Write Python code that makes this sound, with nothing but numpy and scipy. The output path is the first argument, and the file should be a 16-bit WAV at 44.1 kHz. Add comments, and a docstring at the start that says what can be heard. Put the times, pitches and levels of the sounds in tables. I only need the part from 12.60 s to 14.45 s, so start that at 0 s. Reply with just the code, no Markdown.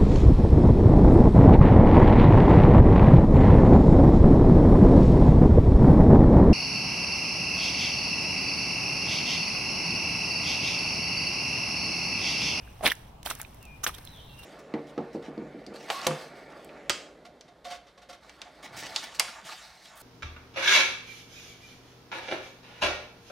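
"""Rubber boots in thick wet mud

Outdoors, close below a stereo microphone: one loud squelch, then two lighter ones. Air and slurry
squirt through cavities under the sole, pockets pop, specks tick down and the settling mud fizzes.
Far off, a bird whistles mostly falling notes over a low rumble."""
import sys
import numpy as np
from scipy import signal
from scipy.fft import rfft, irfft
from scipy.io import wavfile
from scipy.ndimage import uniform_filter1d

SR = 44100
rng = np.random.default_rng(int(sys.argv[2]) if len(sys.argv) > 2 else 0)


def generate_wav(sig):
    """Save sig (samples, or channels by samples) to the path in sys.argv[1] as 16-bit PCM at SR."""
    pcm = np.round(np.clip(np.atleast_2d(sig).T, -1, 1) * 32767).astype(np.int16)
    wavfile.write(sys.argv[1], SR, pcm)


N = 81585
TIME = np.arange(N) / SR

# Tone of the open air, the wet spray and the low slosh: (frequency [Hz], relative level [dB])
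AIR_SPECTRUM = [(20, -9.5), (40, -3.5), (62, -1), (90, -5.5), (130, -5.5), (200, -13), (367, -20),
                (600, -19), (900, -17), (1200, -24), (1800, -35.5), (2900, -32), (4800, -41), (9700, -45.5),
                (16000, -45)]
SPRAY_SPECTRUM = [(900, -2.5), (1600, 2), (3300, 1), (4700, -3.5), (5800, 3), (7000, -12.5), (8200, -2),
                  (9700, 3), (10800, -5), (12000, 7), (13500, -8), (15800, 5)]
SLOSH_SPECTRUM = [(60, -8), (130, -10), (260, -1.5), (380, -2), (600, -5), (1000, -1.5), (2000, -10),
                  (5000, -22.5), (12000, -21.5)]
# How alike the open air is on left and right: (frequency [Hz], coherence [0-1])
AIR_COHERENCE = [(60, 1), (180, 0.96), (550, 0.26), (1650, 0.03), (4970, 0.01), (15000, 0)]
# Distant whistles: (start [s], glide [s], hold [s], from [Hz], to [Hz], level [dB], waver [share of pitch])
BIRD_NOTES = [ (-0.03, 0.049, 0.085, 2300, 2650, -61, 0.073), (0.99, 0.055, 0.015, 3020, 2623, -57, 0.027),
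              (1.049, 0.019, 0.084, 2526, 2428, -56.5, 0.0073),
              (1.439, 0.044, 0.013, 4250, 3986, -56.5, 0.015),
              (1.499, 0.094, 0.0089, 3990, 3158, -53.5, 0.03),
              (1.53, 0.049, 0.15, 3750, 3554, -60.5, 0.083), (1.668, 0.032, 0.053, 2930, 2735, -61, 0.0083),
              (1.765, 0.019, 0.019, 2790, 2794, -51, 0.014)]
# Fizz of the settling mud: (time [s], level [dB])
SEEP_ENVELOPE = [(0, -61), (0.19, -60), (0.355, -56.5), (0.5, -65.5), (0.6, -87), (0.76, -53), (0.87, -60),
                 (1.0, -62.5), (1.15, -64.5), (1.24, -64.5), (1.33, -54), (1.42, -57), (1.59, -58.5),
                 (1.68, -63.5), (1.85, -55.5)]
# Air pockets bursting: (time [s], pitch [Hz], level [dB], t60 [s], pan L-R [dB])
POCKET_POPS = [ (0.076, 1550, -40, 0.017, -3.5), (0.2092, 692, -27.5, 0.026, -5),
               (0.250, 271, -25.5, 0.055, -1), (0.2588, 3280, -4, 0.0055, -5),
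               (0.2643, 3580, -7, 0.0061, -6), (0.2655, 2290, -2.5, 0.005, -7),
               (0.278, 1770, -10, 0.0057, 2), (0.300, 3220, -12.5, 0.0062, -4),
               (0.306, 3270, -15.5, 0.008, -3), (0.3129, 2037, -26, 0.034, -4),
               (0.3183, 1840, -7, 0.0083, -1.5), (0.6611, 700, -23.5, 0.016, 1),
               (0.6618, 3070, -22.5, 0.0092, -11), (0.6719, 1530, -20.5, 0.0074, -2),
               (0.7114, 1274, -13.5, 0.0071, -2), (0.7993, 1650, -32, 0.0084, -1),
               (0.7999, 834, -39.5, 0.043, 2), (0.808, 2240, -36.5, 0.0058, -21),
               (0.8133, 1760, -29.5, 0.0059, -1), (0.8244, 1500, -33, 0.0079, 3),
               (0.8488, 2430, -40, 0.014, -21), (1.2652, 1560, -3.5, 0.0036, 0.5),
               (1.293, 1200, -25.5, 0.017, 0), (1.474, 3460, -33.5, 0.0072, -16)]
# Slurry forced from under a boot: (peak time [s], rise [s], t60 [s], cavity pitch [Hz],
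# cavity width [Hz], cavity level [dB], slosh level [dB], spray level [dB], pan L-R [dB])
SOLE_SQUIRTS = [ (0.245, 0.014, 0.075, 667, 270, -27.5, -31, -58, -2),
                (0.264, 0.023, 0.16, 9700, 1000, -39, -53, -57, -14),
                (0.264, 0.011, 0.11, 2530, 2400, -22, -25.5, -36.5, -0.5),
                (0.277, 0.0063, 0.071, 2460, 1960, -25, -32.5, -34, 0),
                (0.306, 0.0032, 0.06, 3030, 920, -35, -39, -40, -2),
                (0.321, 0.0063, 0.046, 1870, 920, -35, -65, -35.5, -10),
                (0.662, 0.0093, 0.23, 3600, 1570, -52, -75, -38, -5.5),
                (0.67, 0.012, 0.052, 748, 507, -41, -66, -57, -4),
                (0.693, 0.0088, 0.27, 1800, 2560, -54, -49, -53, 4),
                (0.705, 0.0057, 0.1, 2280, 2140, -38, -38.5, -34, -3.5),
                (0.796, 0.002, 0.058, 12100, 900, -47.5, -68, -60, -6),
                (0.8, 0.0022, 0.043, 1810, 1420, -42, -69, -44, -3),
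                (1.242, 0.0058, 0.043, 1370, 573, -34.5, -58, -28.5, -4.5),
                (1.2434, 0.005, 0.03, 6340, 1530, -28, -41, -40, 0),
                (1.2667, 0.00073, 0.091, 2280, 2430, -35, -58, -43, -15.5),
                (1.277, 0.0097, 0.087, 1930, 2340, -36, -34.5, -32.5, 0),
                (1.347, 0.0066, 0.056, 3420, 670, -46, -55, -48, -7),
                (1.384, 0.0028, 0.037, 3730, 1490, -49.5, -45, -48, 2.5),
                (1.792, 0.0043, 0.078, 3370, 3000, -66, -64, -52, -7),
                (1.835, 0.0057, 0.077, 3500, 1500, -54, -52, -53, -2)]
# Specks snapping and landing: (time [s], peak level [dB], pitch [Hz], pan L-R [dB])
SPECK_TICKS = [ (0.2617, -23.5, 10200, -10), (0.2745, -19.5, 9800, -7), (0.3186, -29.5, 10200, -2),
               (0.353, -36.5, 4040, 5), (0.6304, -34.5, 3420, -6.5), (0.6584, -43, 12000, -6),
               (0.6607, -24, 4700, -9), (0.7022, -26, 8600, -12), (0.7518, -32, 9800, -8),
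               (0.7887, -36, 14000, 2), (0.8154, -22, 8800, 4), (0.819, -37, 7500, 0),
               (0.8303, -35, 5960, -3), (0.9454, -41.5, 9200, -4), (1.0283, -37, 12700, 3),
               (1.0530, -37.5, 7040, -6), (1.1612, -50, 5530, -2), (1.3495, -36, 7040, -9),
               (1.4509, -31.5, 12600, -6)]


def from_db(db):
    """Decibels to gain."""
    return 10 ** (np.asarray(db) / 20)


def unit_rms(x):
    """Scale to unit power."""
    return x / np.sqrt(np.mean(x ** 2) + 1e-20)


def fade(t, t60):
    """Hold at 1 until t = 0, then fall 60 dB every t60 seconds."""
    return np.exp(-np.log(1000) * np.maximum(t, 0) / t60)


def panned(pan_db):
    """Left and right gains; positive is to the left of the microphone."""
    return from_db(np.array([[.5], [-.5]]) * pan_db)


def per_bin(points):
    """A (frequency, value) table read at every FFT bin."""
    hz, value = np.transpose(points)
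    return np.interp(np.log(np.fft.rfftfreq(N, 1 / SR) + 1), np.log(hz), value)


def coloured(x, spectrum):
    """Shape a steady sound by a spectrum, at unit power."""
    return unit_rms(irfft(rfft(x) * from_db(per_bin(spectrum)), N))


def resonance(x, hz, width_hz, order=2):
    """Band-pass around a centre frequency."""
    low = np.sqrt(hz ** 2 + width_hz ** 2 / 4) - width_hz / 2
    high = min(low + width_hz, .47 * SR)
    return signal.sosfilt(signal.butter(order, [low, high], "band", fs=SR, output="sos"), x)


def drift(rate_hz):
    """Random wander below rate_hz, at unit power."""
    lowpass = signal.butter(2, rate_hz, fs=SR, output="sos")
    return unit_rms(signal.sosfilt(lowpass, rng.standard_normal(2 * N))[N:])


def grains(per_s, spread_db, pan_spread_db=4.5):
    """Random clicks of uneven size, each reaching the microphone from its own direction."""
    at = np.flatnonzero(rng.random(N) < per_s / SR)
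    sizes = from_db(spread_db * np.minimum(rng.exponential(1, N), 4)) * rng.choice([-1, 1], N)
    left, right = sizes * panned(pan_spread_db * rng.standard_normal(N))
    lag_samples = rng.integers(-3, 4, N) // 2
    out = np.zeros((2, N))
    out[0, at] = left[at]
    out[1, (at + lag_samples[at]) % N] = right[at]
    return out


def evened(x):
    """Hold the power steady over a few milliseconds, keeping the grain."""
    power = uniform_filter1d(np.mean(x ** 2, axis=0), size=300)
    return x / np.sqrt(np.abs(power) + 1e-12)


def echoes(x, t60, low_hz):
    """Diffuse reflections above low_hz, different on left and right."""
    response = rng.standard_normal((2, N)) * fade(TIME, t60)
    response /= np.sqrt(np.sum(response ** 2, axis=1, keepdims=True))
    response = signal.sosfilt(signal.butter(2, low_hz, "high", fs=SR, output="sos"), response + 1e-18)
    return signal.fftconvolve(np.atleast_2d(x), response, axes=1)[:, :N]


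def add(out, start_s, sound):
    """Mix a short sound in at start_s."""
    i = int(start_s * SR)
    out[:, i:i + sound.shape[1]] += sound[:, :N - i]


def open_air(level_db=-49):
    """Rumble and hiss all around the microphone, alike on both sides only in the bass."""
    coherence = np.clip(per_bin(AIR_COHERENCE), 0, 1)
    mid, side = rfft(rng.standard_normal((2, N)))
    stereo = irfft(np.sqrt(1 + coherence) * mid + np.sqrt(1 - coherence) * side * [[1], [-1]], N)
    return from_db(level_db) * coloured(stereo, AIR_SPECTRUM)


def distant_bird(fade_s=0.03, rasp_hz=251, echo_db=-2):
    """Far-off whistles, pure or raspy, swell as they slide to a held pitch and linger in the open."""
    song = np.zeros(N)
    for start, glide, hold, from_hz, to_hz, db, waver in BIRD_NOTES:
        t = TIME - start
        hz = np.interp(t, [0, glide], [from_hz, to_hz]) * (1 + waver * drift(rasp_hz))
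        gate = np.clip(np.minimum(t, glide + hold + fade_s - t) / fade_s, 0, 1)
        swell = np.interp(t, [0, glide], [0.4, 1])
        song += from_db(db) * gate * swell * np.sqrt(2) * np.sin(2 * np.pi * np.cumsum(hz) / SR)
    return song + from_db(echo_db) * echoes(song, t60=0.95, low_hz=500)


def seep(per_s=6000, bands=14, low_hz=1396, high_hz=13900, t60_cycles=7.9):
    """Tiny bubbles burst in the settling mud, each ringing a few cycles at its own pitch."""
    fizz = np.zeros((2, N))
    for hz in np.geomspace(low_hz, high_hz, bands):
        radius = from_db(-60 * hz / (t60_cycles * SR))
        angle = 2 * np.pi * hz / SR
        tilt = from_db(2.5 * np.log2(hz / low_hz))  # higher bubbles are struck harder
        clicks = grains(per_s / bands, spread_db=2.5) * tilt
        fizz += signal.lfilter([0, np.sin(angle)], [1, -2 * radius * np.cos(angle), radius ** 2],
                               clicks + 1e-18)
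    level = from_db(np.interp(TIME, *np.transpose(SEEP_ENVELOPE)))
    return level * coloured(fizz, SPRAY_SPECTRUM) * panned(pan_db=-2.0)


def pops(attack_s=0.00033, rise_per_s=8.5, overtone_ratio=1.49, overtone_db=-13, crack_db=-20.5):
    """An air pocket cracks open and rings briefly, rising in pitch as its mouth widens."""
    out, t = np.zeros((2, N)), TIME[:SR // 20]
    attack = 1 - np.exp(-t / attack_s)
    for start, hz, db, t60, pan_db in POCKET_POPS:
        phase = 2 * np.pi * hz * (t + rise_per_s * t ** 2 / 2)
        ring = (np.sin(phase) + from_db(overtone_db) * np.sin(overtone_ratio * phase)) * fade(t, t60)
        film = unit_rms(resonance(rng.standard_normal(len(t)), hz=2300, width_hz=2500))
        crack = from_db(crack_db) * film * fade(t, t60=0.018)
        add(out, start, from_db(db) * (ring + crack) * attack * panned(pan_db))
    return out


def droplets(per_s=9000, bands=18):
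    """Wet crackle: every bursting film rings briefly at a pitch of its own."""
    return sum(resonance(grains(per_s / bands, spread_db=3), hz, width_hz=0.15 * hz, order=1)
               for hz in np.geomspace(700, 14500, bands))


def squirts(films_per_s=3500, spread_db=3):
    """Swells of tiny bursting films ring a cavity under the sole, with low slosh and crackling spray."""
    cavities, slosh_power, spray_power = np.zeros((3, 2, N))
    for peak, rise, t60, hz, width_hz, cavity_db, slosh_db, spray_db, pan_db in SOLE_SQUIRTS:
        t = TIME - peak
        swell = np.exp(-(np.minimum(t, 0) / rise) ** 2)
        flow = swell * fade(t, t60) * panned(pan_db)
        ring = evened(resonance(grains(films_per_s, spread_db), hz, width_hz, order=3))
        cavities += flow * from_db(cavity_db) * ring
        slosh_power += (flow * from_db(slosh_db)) ** 2
        spray_power += (flow * from_db(spray_db)) ** 2
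    slosh = np.sqrt(slosh_power) * evened(coloured(grains(films_per_s, spread_db), SLOSH_SPECTRUM))
    spray = np.sqrt(spray_power) * evened(coloured(droplets(), SPRAY_SPECTRUM))
    return cavities + slosh + spray


def ticks(spatter_db=-23):
    """A wet speck snaps sharply and leaves a faint spatter."""
    out, t = np.zeros((2, N)), TIME[:SR // 20]
    envelope = fade(t, t60=0.004) + from_db(spatter_db) * fade(t, t60=0.057)
    for start, db, hz, pan_db in SPECK_TICKS:
        snap = resonance(rng.choice([-1, 1], len(t)) * envelope, hz, width_hz=10000, order=1)
        add(out, start, from_db(db) * snap / np.abs(snap).max() * panned(pan_db))
    return out


def scene(scatter_db=-1, tail_db=-26):
    """Mud up close, widened by reflections off boots and ruts; a faint tail, bird and open air beyond."""
    mud = squirts() + pops() + ticks() + seep()
    scatter = echoes(mud.mean(axis=0), t60=0.012, low_hz=2740)[0]
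    near = from_db(scatter_db) * scatter * [[1], [-1]]  # opposite polarity spreads the image
    tail = from_db(tail_db) * echoes(mud, t60=0.53, low_hz=306)
    return mud + near + tail + distant_bird() + open_air()


def record(dry, cutoff_hz=15800):
    """A steep low-pass takes the very top off the microphone signal."""
    return signal.sosfilt(signal.ellip(12, .1, 80, cutoff_hz, fs=SR, output="sos"), dry)


dry = scene()
out = record(dry)
generate_wav(out)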